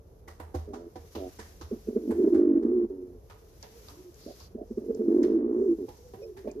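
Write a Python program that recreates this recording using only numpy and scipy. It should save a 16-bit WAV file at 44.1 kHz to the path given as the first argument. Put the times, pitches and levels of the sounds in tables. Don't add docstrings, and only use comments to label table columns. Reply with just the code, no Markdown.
import sys
import numpy as np
from scipy import signal
from scipy.fft import rfft, irfft, next_fast_len
from scipy.io import wavfile
from scipy.ndimage import uniform_filter1d

SR = 44100
rng = np.random.default_rng(int(sys.argv[2]) if len(sys.argv) > 2 else 0)


def master(y):
    cut = np.clip(np.atleast_2d(y).T, -1, 1)
    pcm = np.round(cut * 32767)
    wavfile.write(sys.argv[1], SR, pcm.astype(np.int16))


N = 291060

# frequency_hz, level_db
CROP_PASS = [(170, -40.5), (205, -15), (235, -4.5), (270, -7), (330, -10.5), (440, -5), (480, -19),
             (560, -24.5), (720, -40), (1200, -36.5), (3000, -65.5)]


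def gain_of(db):
    return 10 ** (np.asarray(db) / 20)


def evened(x):
    return x / np.sqrt(np.mean(x ** 2) + 1e-20)


def read(points, hz):
    f, value = np.transpose(points)
    return np.interp(np.log(hz + 1), np.log(f + 1), value)


def add(mix, s, sound):
    part = mix[..., round(s * SR):][..., :sound.shape[-1]]
    part += sound[..., :part.shape[-1]]


def add_all(mix, rows, source):
    for s, *settings in rows:
        add(mix, s, source(*settings))


def colour(x, points):
    n = next_fast_len(x.shape[-1] + SR // 10)
    closed = [(points[0][0] / 2, -90), *points, (points[-1][0] * 2, -90)]
    gain = gain_of(read(closed, np.fft.rfftfreq(n, 1 / SR)))
    return irfft(rfft(x, n) * gain, n)[..., :x.shape[-1]]


def curves(rows):
    s, *columns = np.transpose(rows)
    t = np.arange(s[0], s[-1], 1 / SR)
    return [np.interp(t, s, c) for c in columns]


def wander(n, hz):
    size = max(round(SR / hz), 2)
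    smooth = uniform_filter1d(rng.standard_normal(n), size)
    return evened(uniform_filter1d(smooth, size))


def bump(hz, centre_hz, width_hz):
    return np.exp(-.5 * ((hz - centre_hz) / width_hz) ** 2)


def background():
    # time_s, level_db
    coarse_level = [(0, -78), (.85, -77), (1.15, -61.5), (1.5, -62.5), (1.55, -65), (2.301, -67.5),
                    (2.45, -80), (3.051, -78.5), (3.65, -65), (3.9, -59), (4.1, -68), (4.2, -62.5),
                    (4.45, -63), (4.52, -79), (4.6, -77.5), (4.75, -73.5), (5.25, -68.5), (5.42, -83.5),
                    (5.55, -77), (5.95, -66), (6.6, -75.5)]
    # frequency_hz, level_db (per Hz)
    coarse_curve = [(1000, -9.5), (3400, -12), (4500, -9), (6000, -5.5), (7800, -14)]
    fine_curve = [(7500, -40), (9000, -8), (11500, -0.5), (14500, -4)]
    hum_curve = [(28, -16.5), (50, 5), (100, -2), (145, -9), (274, -15.5), (396, -10.5), (440, -5.5),
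                 (520, -14), (794, -25), (2300, -46.5), (4000, -54)]
    coarse_db = np.interp(np.arange(N) / SR, *np.transpose(coarse_level))
    even_db, share = -80.5, 0.8
    fine_db = even_db + share * (coarse_db - even_db)
    spectra = (hum_curve, coarse_curve, fine_curve)
    hum, coarse, fine = (evened(colour(rng.standard_normal((2, N)), c)) for c in spectra)
    grain = gain_of(1.2 * wander(N, 60))
    treble = gain_of(coarse_db) * coarse + gain_of(fine_db) * fine
    hum_db = -52.5 + 0.5 * wander(N, 21.0)
    return gain_of(hum_db) * hum + grain * treble


def loft(x, t60):
    taps = np.zeros((2, SR // 2))
    slots = np.arange(120, SR // 2 - 22, 22)
    at = slots + rng.integers(0, 22, (2, len(slots)))
    np.put_along_axis(taps, at, rng.choice([-1., 1.], at.shape), 1)
    taps *= gain_of(-60 * np.arange(SR // 2) / SR / t60)
    return signal.fftconvolve(x, taps / np.linalg.norm(taps[0]), axes=1)[:, :N]


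def far_coo(length, first_hz, last_hz, arch_hz, db):
    u = np.linspace(0, 1, round(length * SR))
    hz = first_hz + (last_hz - first_hz) * u + arch_hz * np.sin(np.pi * u)
    wavering_hz = hz * (1 + .025 * wander(len(u), 65))
    tone = np.cos(2 * np.pi * np.cumsum(wavering_hz) / SR)
    flutter_db = 2 * wander(len(u), 65)
    return np.sqrt(2) * gain_of(db + flutter_db) * tone * signal.windows.tukey(len(u), .2)


def far_pigeons():
    # start_s, length_s, first_hz, last_hz, arch_hz, level_db
    murmurs = [(0.967, 0.089, 474, 476, -9, -57), (3.316, 0.24, 489, 397.6, 4.5, -70),
               (3.63, 0.21, 421, 518, -13.5, -59.5), (3.901, 0.16, 288, 303, 10, -62),
               (3.967, .142, 348.4, 333, 26, -49), (4.63, 0.15, 424, 524, 9, -57),
               (5.98, 0.14, 455, 487, 22, -59), (6.162, 0.175, 358.6, 375, 86, -45.5),
               (6.215, 0.042, 514, 582, 2, -47), (6.225, 0.11, 370, 355, -2.5, -47.5),
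               (6.35, 0.095, 387, 365, 7, -44.5)]
    far = np.zeros((1, N))
    add_all(far, murmurs, far_coo)
    return far


def peep(length, start_hz, end_hz, db):
    hz = np.linspace(start_hz, end_hz, round(length * SR))
    hz = hz + 45 * wander(len(hz), 600)
    flutter_db = 2.5 * wander(len(hz), 200)
    return gain_of(db + flutter_db) * np.sin(2 * np.pi * np.cumsum(hz) / SR) * np.hanning(len(hz))


def swish(length, hz, db):
    n, spread = round(length * SR), 1.5
    band = colour(rng.standard_normal((2, n)), [(hz / spread, -14), (hz, 0), (hz * spread, -14)])
    grain_db = 1.5 * wander(n, 45)
    return gain_of(db + grain_db) * evened(band) * np.sqrt(np.hanning(n))


def creak(db, hz):
    t, spread = np.arange(0, .12, 1 / SR), 1.12
    band = colour(rng.standard_normal(len(t)), [(hz / spread, -16), (hz, 0), (hz * spread, -10)])
    fade = gain_of(-60 * t / .1) + .15 * gain_of(-60 * t / .4)
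    return gain_of(db) * evened(band) * fade * signal.windows.tukey(len(t), .08)


def tick(db, hz):
    t, t60, spread = np.arange(0, .05, 1 / SR), 0.021, 1.25
    snap = colour(rng.standard_normal((2, len(t))), [(hz / spread, 0), (hz * spread, 0)])
    return gain_of(db - 60 * t / t60) * evened(snap) / 2


def step(step_db, boom_db, knock_db):
    # frequency_hz, level_db, t60_s
    modes = [(104, 3, .07), (232, -5, .12), (295, -1, .09), (359, 2.5, .09), (479, -0.5, .1),
             (816, -2, .08), (1060, -5, .06)]
    # frequency_hz, level_db (per Hz)
    scratch_curve = [(550, -7), (900, -8.5), (1220, -11.5), (1830, -15.5), (2600, -21.5), (6130, -21.5),
                     (7920, -33), (14500, -32)]
    t = np.arange(round(.4 * SR)) / SR
    shade = [(hz, db + 4 * rng.standard_normal()) for hz, db in scratch_curve]
    grit = evened(colour(rng.standard_normal((2, len(t))), shade)) * gain_of(2.1 * wander(len(t), 1400))
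    landing = np.minimum(t / rng.uniform(.004, .011), 1)
    second_tick = (t > .008) * gain_of(-60 * (t - .008) / 0.078)
    ticks = gain_of(-60 * t / 0.0043) + 0.36 * second_tick
    tail = .5 * gain_of(-60 * t / 0.079) + 0.3 * gain_of(-60 * t / 0.5)
    scratch = grit * landing * (.5 * ticks + tail)
    knock = np.zeros(len(t))
    for hz, db, t60 in modes:
        shift, phase, strength = .92 + .16 * rng.random(), rng.random(), .5 + rng.random()
        ring = np.sin(2 * np.pi * (hz * shift * t + phase)) * np.minimum(t * hz / 2, 1)
        knock += strength * gain_of(db - 60 * t / t60) * ring
    knock *= landing
    boom_hz, boom_t60 = 78.84, 0.41
    boom = np.sin(2 * np.pi * boom_hz * t) * gain_of(-60 * t / boom_t60) * np.minimum(t / 0.041, 1)
    return gain_of(step_db) * (0.47 * scratch + gain_of(knock_db) * knock + gain_of(boom_db) * boom)


def shelf_sounds():
    # start_s, level_db, boom_db and knock_db (both relative to the step)
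    footfalls = [(0.274, -37.5, -4, -9), (0.397, -34, -0.5, -7), (0.5409, -31, 7, 2),
                 (0.7318, -35.5, -28, 0), (0.9549, -41, 2.5, 2), (1.148, -33, -2, -4.5),
                 (1.3859, -34, -7.5, -4), (1.609, -37.5, 3, -4), (2.1046, -35, -3, -0.5),
                 (2.3397, -36.5, -2, -1.5), (2.6222, -47, -2, -1.5), (3.297, -40.5, -24, -22),
                 (3.628, -38.5, -86, -20.5), (3.883, -41, -41, -53.5), (4.3981, -45.5, 1.5, -15),
                 (5.2275, -37.5, -11, -13), (5.8804, -40, -8, 0), (6.134, -42.5, -21, 0),
                 (6.3654, -41.5, -33, -5.5), (6.4719, -46, -20, 6)]
    # start_s, level_db (noise rms starts 6 dB lower), centre_hz
    claw_ticks = [(3.627, -35.5, 5700), (3.885, -39, 4260), (4.143, -48.5, 5860), (4.401, -42, 5230),
                  (4.9476, -44.5, 5750), (5.2299, -36.5, 5670), (6.514, -43, 6100)]
    # start_s, length_s, centre_hz, level_db
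    feather_swishes = [(1.165, .3, 6060, -75), (4.165, 0.24, 4740, -59.5), (4.367, 0.12, 4800, -57.5),
                       (4.617, .25, 5700, -72.5), (5.495, 0.3, 6070, -73.5), (5.88, 0.32, 5700, -68.5)]
    # start_s, level_db, centre_hz
    board_creak = (.276, -51, 1910)
    # start_s, length_s, start_hz, end_hz, level_db
    peep_rows = [(6.2, .07, 5850, 5050, -58), (6.215, .045, 2480, 2500, -59),
                 (6.468, .016, 2330, 2330, -59), (6.487, .035, 2450, 2380, -59)]
    shelf = np.zeros((2, N))
    add_all(shelf, footfalls, step)
    add_all(shelf, claw_ticks, tick)
    add_all(shelf, feather_swishes, swish)
    add_all(shelf, [board_creak], creak)
    add_all(shelf, peep_rows, peep)
    return shelf


def throb(db, hz, low_db):
    low_hz, upper_hz = 230.2, 613
    t = np.arange(-.04, .06, 1 / SR)
    width_s = max(0.0027 + 0.000092 * (db + 29), .002)
    tone = np.exp(-.5 * (t / width_s) ** 2) * np.cos(2 * np.pi * hz * t)
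    swell = np.exp(-.5 * ((t - .002) / np.where(t < .002, .004, .009)) ** 2)
    low = swell * np.cos(2 * np.pi * (low_hz * t + rng.random()))
    overtone = 0.031 * swell * np.cos(2 * np.pi * upper_hz * t)
    rasp = 0.16 * swell * evened(colour(rng.standard_normal(len(t)), CROP_PASS))
    return gain_of(db) * (tone + overtone + rasp + gain_of(low_db) * low)


def roll(start, end, per_s, first_db, last_db, first_hz, last_hz):
    s = np.arange(start, end, 1 / per_s)
    u = (s - start) / (end - start)
    late, strong, high = rng.standard_normal((3, len(s)))
    db = first_db + (last_db - first_db) * u + 1.1 * strong
    hz = (first_hz + (last_hz - first_hz) * u) * (1 + .015 * high)
    return list(zip(s + .0007 * late, db, hz))


def call(db, hz, throat_hz, weaker, rough, beak_db):
    throat_width_hz, throat_db = 42, 11
    n, rough = len(db), np.clip(rough, 0, 1)
    pair_hz = hz / 2 * (1 + .13 * rough * wander(n, 30))
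    turns = np.cumsum(pair_hz) / SR + rng.random()
    beak_hz = 565 * np.linspace(1, 1.2, n)
    sound = np.zeros(n)
    for k in range(3, 22):
        line_hz = k * pair_hz
        throat = throat_db * bump(line_hz, throat_hz, throat_width_hz)
        passed = gain_of(read(CROP_PASS, line_hz) + throat)
        passed = passed + gain_of(beak_db) * bump(line_hz, beak_hz, 85)
        uneven = gain_of(10.5 * rough * wander(n, 57))
        lag = np.arctan((line_hz - throat_hz) / throat_width_hz)
        phase = 2 * np.pi * k * turns - lag + 2.0 * rough * wander(n, 21)
        sound += (weaker if k % 2 else 1) * passed * uneven * np.cos(phase)
    rasp = evened(colour(rng.standard_normal(n), CROP_PASS))
    return gain_of(db) * evened(evened(sound) + rough * rasp) * signal.windows.tukey(n, min(500 / n, 1))


def grunt(length, db, fade_db, first_hz, settled_hz, throat_hz, weaker, rough, beak_db):
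    t = np.arange(0, length, 1 / SR)
    u = t / length
    edges = np.minimum(t / 0.0056, 1) * np.minimum((length - t) / 0.025, 1)
    beak_db = beak_db - 7 * (1 - np.sin(np.pi * u))
    hz = settled_hz + (first_hz - settled_hz) * np.exp(-(u / 0.25) ** 2)
    return edges * call(db + fade_db * u, hz, throat_hz, weaker, rough, beak_db)


def coo(rows):
    db, throat_hz, pure = curves(rows)
    u, pure = np.linspace(0, 1, len(db)), np.clip(pure, 0, 1)
    weaker = 0.87 + (0.45 - 0.87) * u ** 3
    beak_db = -22 + (-53 + 22) * u
    rise_hz = 43.52 * u ** 1.6
    sag_hz = 23 * u ** 12
    buzz = call(db, 89.8 + rise_hz - sag_hz, throat_hz, weaker, 0.25, beak_db)
    beat = np.cumsum(52 * (1 + .2 * wander(len(u), 25))) / SR
    tone = (1 + .3 * np.cos(2 * np.pi * beat)) * np.cos(2 * np.pi * np.cumsum(throat_hz) / SR)
    tone = gain_of(db) * tone * signal.windows.tukey(len(u), .02)
    return np.sqrt(1 - pure) * buzz + np.sqrt(2 * pure) * tone


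def near_pigeon():
    # time_s, level_db, tone_hz
    single_throbs = [(1.727, -26, 363), (1.888, -23.5, 398), (1.966, -15, 407), (1.977, -23.5, 420),
                     (2.096, -19.5, 301.6), (2.124, -24.5, 428), (2.196, -18.5, 378.4), (2.246, -12.5, 329),
                     (2.277, -11, 379.5), (4.554, -30, 380), (4.618, -31.5, 365), (4.712, -28.5, 397),
                     (4.78, -21, 384.3), (4.897, -24, 440), (4.908, -23, 450.5), (4.997, -24, 413.6),
                     (5.011, -20.5, 409), (5.086, -16.5, 342), (5.117, -17.5, 375.5), (5.166, -16, 362.5),
                     (5.197, -16.5, 337), (6.476, -29.5, 570)]
    # start_s, end_s, throbs_per_s, first_db, last_db, first_hz, last_hz
    roll_rows = [(2.333, 2.598, 49, -12.5, -16.5, 345, 309), (5.221, 5.414, 48, -19, -21, 342.3, 337)]
    # time_s, level_db, throat_hz, pure_share (0-1)
    coo_contours = [
        [(1.87, -39, 412.9, 0), (2.01, -41.5, 351.9, 0.15), (2.08, -30.5, 304.2, 0.5), (2.15, -32.5, 333, .7),
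         (2.225, -23, 378.6, 0.7), (2.31, -30, 343.7, 0.2), (2.5, -36.5, 316.2, 0.2), (2.58, -32.5, 333.8, 0.5),
         (2.66, -24.5, 322.4, 0.1), (2.75, -24.5, 373.5, 0.7), (2.8, -25, 350, .4), (2.85, -27, 343, .3),
         (2.875, -45.5, 370, 0.3)],
        [(4.8, -41.5, 334.1, 0.1), (4.93, -35, 446.4, 0.4), (4.99, -35, 408.2, 0.34), (5.05, -32, 335.3, 0.6),
         (5.14, -24, 335.1, 0), (5.25, -25.5, 335, 0), (5.37, -25.5, 315.9, .6), (5.47, -27, 334, 0),
         (5.53, -26, 324.3, 0), (5.6, -24, 396.7, 0.4), (5.67, -23, 388, .85), (5.695, -23.5, 343, .7),
         (5.73, -27.5, 331.6, 0.7), (5.76, -43, 324, 0.3)],
    ]
    # start_s, length_s, level_db, fade_db, first_pulse_hz, settled_pulse_hz, throat_hz,
    # odd_line_gain (0-1, strong-weak pairing), roughness (0-1), beak_db (open-beak resonance)
    grunt_rows = [(0.672, 0.23, -40.5, -7.5, 108.2, 86.65, 369.4, 0.18, 0.28, -11),
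                  (1.153, 0.15, -37, -3, 110.1, 93.2, 341, 0.1, 0.19, -6),
                  (1.71, 0.076, -32.5, -9.5, 96.2, 84.4, 385, 0.25, 0.6, -27),
                  (2.898, 0.3, -33.5, -19, 101.6, 86.7, 379, 0, 0.25, -52),
                  (4.26, 0.077, -39, -9, 86.3, 80.4, 348, 0.32, 0.4, -2.5),
                  (4.563, .095, -42.5, -9, 92.1, 78.5, 402, 0.56, .35, 4),
                  (5.78, .09, -31.5, -5, 109, 90.2, 366.4, 0.1, 0.2, -58.5),
                  (6.443, .1, -34.5, -12, 120.1, 102.9, 374, 0.5, 0.3, -10),
                  (6.55, 0.071, -40.5, 6, 111.7, 143, 382, 0, 0.08, -51)]
    bird = np.zeros(N)
    throbs = sorted(single_throbs + [row for each in roll_rows for row in roll(*each)])
    pauses = np.diff([0] + [row[0] for row in throbs])
    full_db, sunk_db, refill_s = -3, -34.5, 0.088
    for (s, db, hz), pause in zip(throbs, pauses):
        low_db = sunk_db + (full_db - sunk_db) * min(pause / refill_s, 1)
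        add(bird, s - .04, throb(db, hz, low_db))
    for rows in coo_contours:
        add(bird, rows[0][0], coo(rows))
    add_all(bird, grunt_rows, grunt)
    return colour(bird, [(150, -24.5), (200, 0.5), (8000, -2)])


def scene():
    near = shelf_sounds() + near_pigeon()
    far = far_pigeons()
    echoes = gain_of(-13) * loft(near + 2 * far, .25)
    return near + far + echoes + background()


def record(dry):
    # frequency_hz, share (0-1)
    same_share = [(30, .92), (80, .6), (200, .9), (420, .8), (560, .1), (900, 0)]
    # frequency_hz, lead_rad
    left_lead = [(100, 0), (350, .25), (520, .5), (1030, 1.9), (2330, 7.7), (14000, 40)]
    # frequency_hz, difference_db
    left_balance = [(100, -1.5), (370, -1.5), (700, -9), (1300, -6), (3250, 3.5), (5350, -0.5), (8800, 6.5),
                    (14500, 4.5)]
    n = next_fast_len(N + SR // 10)
    hz, (left, right) = np.fft.rfftfreq(n, 1 / SR), rfft(dry, n)
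    same = np.clip(read(same_share, hz), 0, 1)
    right = (same * left + (1 - same) * right) * np.exp(-1j * read(left_lead, hz))
    tilt = gain_of(read(left_balance, hz) / 2)
    pair = irfft(np.array([left * tilt, right / tilt]), n)[:, :N]
    low_pass = signal.firwin(1023, 14700, window=("kaiser", 9), fs=SR)
    return signal.oaconvolve(pair, low_pass[None], "same")


dry = scene()
out = record(dry)
master(out)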